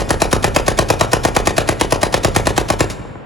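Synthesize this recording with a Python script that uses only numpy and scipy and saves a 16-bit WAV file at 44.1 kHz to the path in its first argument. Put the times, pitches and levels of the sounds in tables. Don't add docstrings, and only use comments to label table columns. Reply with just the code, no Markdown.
import sys
import numpy as np
from scipy import signal
from scipy.fft import rfft, irfft, next_fast_len
from scipy.io import wavfile
from scipy.ndimage import uniform_filter1d

SR = 44100
rng = np.random.default_rng(int(sys.argv[2]) if len(sys.argv) > 2 else 0)


def bounce(signal):
    frames = np.transpose(np.atleast_2d(signal))
    limited = np.clip(frames, -1, 1)
    pcm = np.round(limited * 32767).astype(np.int16)
    wavfile.write(sys.argv[1], SR, pcm)


def invert_db(level):
    return 10 ** (np.asarray(level, dtype=float) / 20)


N = 143325
LEAD = SR // 2
M = N + LEAD

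# frequency in Hz, relative level in dB.
AIR_SPECTRUM = [(30, -9), (100, 5.5), (500, -1), (3000, -22), (12000, -78)]
AIR_DB = -34

# time in seconds, strength in dB, boom in dB, bark in dB.
SHOTS = [(0.106, -1.3, -0.5, -1), (0.2187, 0.5, -9, -4), (0.3288, -0.2, 1.5, -0.5), (0.443, -1.5, 0.5, -2),
         (0.5626, 0.2, -10, 0.5), (0.681, -0.5, 2, -4), (0.789, 0.3, 3, -5), (0.9023, 0.5, 2, -3),
         (1.0103, -1, 4.5, 0), (1.1325, -0.2, 4, 0.5), (1.2505, -1, 2, 1.5), (1.365, -0.5, -1.5, -2),
         (1.472, -1.5, -1.5, 1), (1.5807, -1.5, 2.5, -1), (1.6892, -2.2, 3.5, 2), (1.8113, -2, -4, 1),
         (1.923, -2.2, 4.5, 3.5), (2.031, -1.4, -2, 2), (2.1417, -1.1, 0, -2), (2.2473, -1, 4, 1),
         (2.3626, 0, 5, -3.5), (2.47, -2.2, 1, 3.5), (2.5783, -1.7, -3, 1.5), (2.7017, -2.6, 1, 0.5),
         (2.806, -2.4, 6.5, 5)]
EARLIER_SHOTS_S = [-.35, -0.27, -.13, -.0175]

# frequency in Hz, T60 in seconds.
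STONES_T60 = [(50, 0.91), (120, 0.46), (400, 0.33), (1000, 0.29), (3000, 0.18), (10000, 0.13)]
SLOPES_T60 = [(50, 0.74), (200, 0.89), (1000, 1.52), (4000, 0.95), (10000, 0.68)]
# frequency in Hz, relative level in dB.
STONES_TONE = [(35, 7.5), (62, 13.5), (120, -2.5), (500, -3), (2000, 2.5), (10000, -3)]
SLOPES_TONE = [(40, 7), (120, 13), (500, -1.5), (2000, -3), (10000, -4)]
# frequency in Hz, side over mid in dB.
SCATTER_SIDE = [(50, -29), (150, -8.5), (600, -1.5), (3000, -32)]
STONES_DB, SLOPES_DB = -6.5, -15
STONES_BUILD_S, SLOPES_BUILD_S = 0.00073, 0.11

BANK_MS = [26, 33.8, 40, 53, 70]
HILL_MS = [187, 245, 292, 325, 349]
# level in dB, sign, dull above Hz, thin below Hz.
BANK = [(-13.5, 0.65, 2900, 120), (4.5, 1, 660, 283), (-4.5, -0.98, 1060, 280), (-7.5, -0.8, 620, 44),
        (-2, 0.71, 170, 85)]
HILL = [(-25, 1, 1100, 300), (-19, 1, 1800, 1100), (-22, 0.89, 2200, 900), (-30, 0.8, 1600, 960),
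        (-16, 0.84, 1900, 1000)]
HILL_THUMP = [(-7, 1, 270, 37), (-16, 0.83, 360, 150), (-6.5, 1, 140, 41), (-37, 1, 320, 100),
              (-7.5, 1, 320, 70)]

# frequency in Hz, relative level in dB.
STEEL_SPECTRUM = [(290, 6), (500, 4), (1480, -1), (6610, -4), (8580, -10), (9490, -6), (12100, -12.5),
                  (14200, -19), (16000, -25)]
# start in ms, rise in ms, T60 in ms, level in dB.
STROKES = [(-22.5, 10.1, 57, -20), (10, 14.1, 55, -23.5), (28.5, 9.6, 31, -27.5)]
STROKE_SCATTER_S, STROKE_VARIES_DB, RATTLE_DB = 0.00098, 0.48, 0.5
STEEL_SIDE_DB = -44
LAST_SLAM_START_S, LAST_SLAM_DB = 2.897, -1.5

PRERING_DB, PRERING_T60_S, PRERING_DROP_S = -15, 0.0245, 0.0017
PRERING_HZ, PRERING_SIDE_DB = (340, 1175), -14

# frequency in Hz, relative level in dB.
GAS_SPECTRUM = [(150, -36), (400, 7), (1000, 1.5), (2500, -0.5), (6000, -4), (10000, -4.5), (13000, -11.5),
                (16000, -25)]
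GAS_DB, GAS_RISE_S, GAS_T60_S, GAS_SIDE_DB = -4.5, 0.00052, 0.012, -14
GAS_AGAIN_S, GAS_AGAIN_DB = 0.00414, -8.5

# frequency in Hz, relative level in dB.
BLAST_SPECTRUM = [(18, -53), (30, 4), (60, 3.5), (124, 3), (220, -2.5), (500, 4), (630, -0.5), (800, 1),
                  (1630, -10.5), (1860, -2.5), (2060, -16), (2480, -9), (2750, -26), (5040, -17),
                  (8520, -19), (10200, -17.5), (12000, -25), (14400, -35), (16000, -52)]
BLAST_DB = 24.5
BOOM_HZ, BARK_HZ, HUMP_OCTAVES = 118.6, 307, 0.43
# delay in ms, level in dB, sign, dull above Hz, thin below Hz.
ARRIVALS = [(0, 7, 0.8, 11300, 21), (2.4, 4.5, -0.5, 20000, 290), (4.3, 3, -0.65, 8300, 87),
            (6, 3, 0.99, 1400, 316)]
ARRIVAL_SCATTER_MS, ARRIVAL_VARIES_DB = 0.31, 1

# frequency in Hz, left over right in dB.
PORT_DB = [(60, -6), (130, 4), (290, -2), (640, 6), (1410, -0.5), (3100, 1.5), (6820, -1), (15000, -0.5)]
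# frequency in Hz, lead of the left in radians.
PORT_RAD = [(0, 1), (600, 0.7552), (1210, 1.5), (1890, 1.16), (3010, 0), (7410, 0.07), (9730, -6),
            (10500, -6.5), (11700, -9), (12700, -9), (13500, -17), (14600, -12), (15200, -16), (16000, -11)]
BASS_LAG_CYCLES, LAG_ENDS_HZ = 1.512, 3790
BASS_CUT_HZ = 24.3
CEILING, KNEE = 0.81, 12


def along(points, hz):
    f, v = np.transpose(points)
    return np.interp(np.log(hz + 1), np.log(f + 1), v)


def filtered(x, response):
    m = next_fast_len(x.shape[-1] + SR // 2)
    spectrum = rfft(x, m) * response(np.fft.rfftfreq(m, 1 / SR))
    return irfft(spectrum, m)[..., :x.shape[-1]]


def noise(spectrum, channels=1):
    x = filtered(rng.standard_normal((channels, M)), lambda hz: invert_db(along(spectrum, hz)))
    return x / x.std()


def train(times_s, dbs):
    x = np.zeros(M)
    x[np.round(np.asarray(times_s) * SR).astype(int) + LEAD] = invert_db(dbs)
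    return x


def swell(spikes, rise_s, t60_s):
    t = np.arange(SR // 5) / SR
    shape = np.where(t < rise_s, (t / rise_s) ** 2, invert_db(-60 * (t - rise_s) / t60_s))
    return np.abs(signal.fftconvolve(spikes, shape)[:M])


def rounds():
    return np.transpose([(s, 0, 0, 0) for s in EARLIER_SHOTS_S] + SHOTS)


def copies(hz, rows):
    total = 0
    for ms, db, sign, top, low in rows:
        delay = np.exp(-2j * np.pi * hz * ms / 1000)
        band = hz ** 2 / (hz ** 2 + low ** 2) / (1 + (hz / top) ** 4)
        total = total + sign * invert_db(db) * delay * band
    return total


def air():
    return invert_db(AIR_DB) * noise(AIR_SPECTRUM, channels=2)


def scatter(x, t60s, tone, build_s):
    hz, t, z = signal.stft(rng.standard_normal((2, SR)), SR, nperseg=512)
    z[1] *= invert_db(along(SCATTER_SIDE, hz))[:, None]
    decay_db = along(tone, hz)[:, None] - 60 * t / along(t60s, hz)[:, None]
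    tail = signal.istft(z * invert_db(decay_db), SR, nperseg=512)[1]
    tail = tail * (1 - np.exp(-np.arange(tail.shape[1]) / (build_s * SR)))
    tail = tail / np.linalg.norm(tail[0])
    return signal.fftconvolve(x[None], tail, axes=1)[:, :M]


def slopes(shot):
    return invert_db(SLOPES_DB) * scatter(shot, SLOPES_T60, SLOPES_TONE, SLOPES_BUILD_S)


def stones(shot):
    return invert_db(STONES_DB) * scatter(shot, STONES_T60, STONES_TONE, STONES_BUILD_S)


def echoes(hz):
    bank = [(ms, *row) for ms, row in zip(BANK_MS, BANK)]
    hill = [(ms, *row) for ms, row in zip(HILL_MS, HILL)]
    thump = [(ms, *row) for ms, row in zip(HILL_MS, HILL_THUMP)]
    return copies(hz, bank + thump) + copies(hz, hill) * copies(hz, ARRIVALS)


def action():
    s = rounds()[0]
    env = swell(train([LAST_SLAM_START_S], STROKES[0][3] + LAST_SLAM_DB), 0.0032, 0.13)
    for ms, rise_ms, t60_ms, db in STROKES:
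        chance = rng.standard_normal((len(s), 2))
        start_s = s + ms / 1000 + STROKE_SCATTER_S * chance[:, 0]
        strokes = train(start_s, db + STROKE_VARIES_DB * chance[:, 1])
        env += swell(strokes, rise_ms / 1000, t60_ms / 1000)
    rattle = uniform_filter1d(rng.standard_normal(M), size=40)
    env = env * invert_db(RATTLE_DB * rattle / rattle.std())
    return env * noise(STEEL_SPECTRUM, channels=2) * invert_db([[0], [STEEL_SIDE_DB]])


def preringing():
    s, db, *_ = rounds()
    lo, hi = PRERING_HZ
    ripple = noise([(lo / 2, -30), (lo, 0), (hi, 0), (hi * 2, -30)], channels=2)
    backwards = train(-s + (N - LEAD) / SR, db + PRERING_DB)
    env = swell(backwards, PRERING_DROP_S, PRERING_T60_S)[::-1]
    return env * ripple * invert_db([[0], [PRERING_SIDE_DB]])


def gas():
    s, db, *_ = rounds()
    spikes = train(s, db + GAS_DB) + train(s + GAS_AGAIN_S, db + GAS_DB + GAS_AGAIN_DB)
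    env = swell(spikes, GAS_RISE_S, GAS_T60_S)
    return env * noise(GAS_SPECTRUM, channels=2) * invert_db([[0], [GAS_SIDE_DB]])


def hump(hz, centre_hz):
    return np.exp(-(np.log2((hz + 1) / centre_hz) / HUMP_OCTAVES) ** 2)


def blast(late_s=0, more_db=0):
    s, db, boom_db, bark_db = rounds()
    level_db = db + BLAST_DB + more_db
    plain = train(s + late_s, level_db)
    boom = train(s + late_s, level_db + boom_db) - plain
    bark = train(s + late_s, level_db + bark_db) - plain
    pulse = plain + filtered(boom, lambda hz: hump(hz, BOOM_HZ)) + filtered(bark, lambda hz: hump(hz, BARK_HZ))
    return filtered(pulse, lambda hz: invert_db(along(BLAST_SPECTRUM, hz)))


def direct():
    chance = rng.standard_normal((len(rounds()[0]), len(ARRIVALS), 2))
    chance[:, 0] = 0
    total = 0
    for k, row in enumerate(ARRIVALS):
        late_s = ARRIVAL_SCATTER_MS / 1000 * chance[:, k, 0]
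        pulse = blast(late_s, ARRIVAL_VARIES_DB * chance[:, k, 1])
        total = total + filtered(pulse, lambda hz: copies(hz, [row]))
    return total


def ports(mid, side):
    def half(hz):
        return invert_db(along(PORT_DB, hz) / 2) * np.exp(0.5j * along(PORT_RAD, hz))
    return filtered(mid, lambda hz: np.array([half(hz), 1 / half(hz)])) + np.array([side, -side])


def microphone(hz):
    lag = np.exp(-2j * np.pi * BASS_LAG_CYCLES * np.log((hz + 1) / (hz + LAG_ENDS_HZ)))
    return lag / (1 + (BASS_CUT_HZ / (hz + 1)) ** 4)


def scene():
    pulse = blast()
    crack = preringing() + gas()
    shot = pulse + crack[0]
    mid, side = stones(shot) + slopes(shot) + crack + action()
    gun = ports(direct() + mid, side)
    returns = filtered(pulse, echoes) * invert_db([[1.2], [-1.2]])
    return filtered(gun + returns + air(), microphone)[:, LEAD:]


def band_limit(x):
    return signal.sosfilt(signal.butter(12, 16480, fs=SR, output="sos"), x)


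def record(dry):
    mix = dry / (1 + np.abs(dry / CEILING) ** KNEE) ** (1 / KNEE)
    return band_limit(mix)


dry = scene()
out = record(dry)
bounce(out)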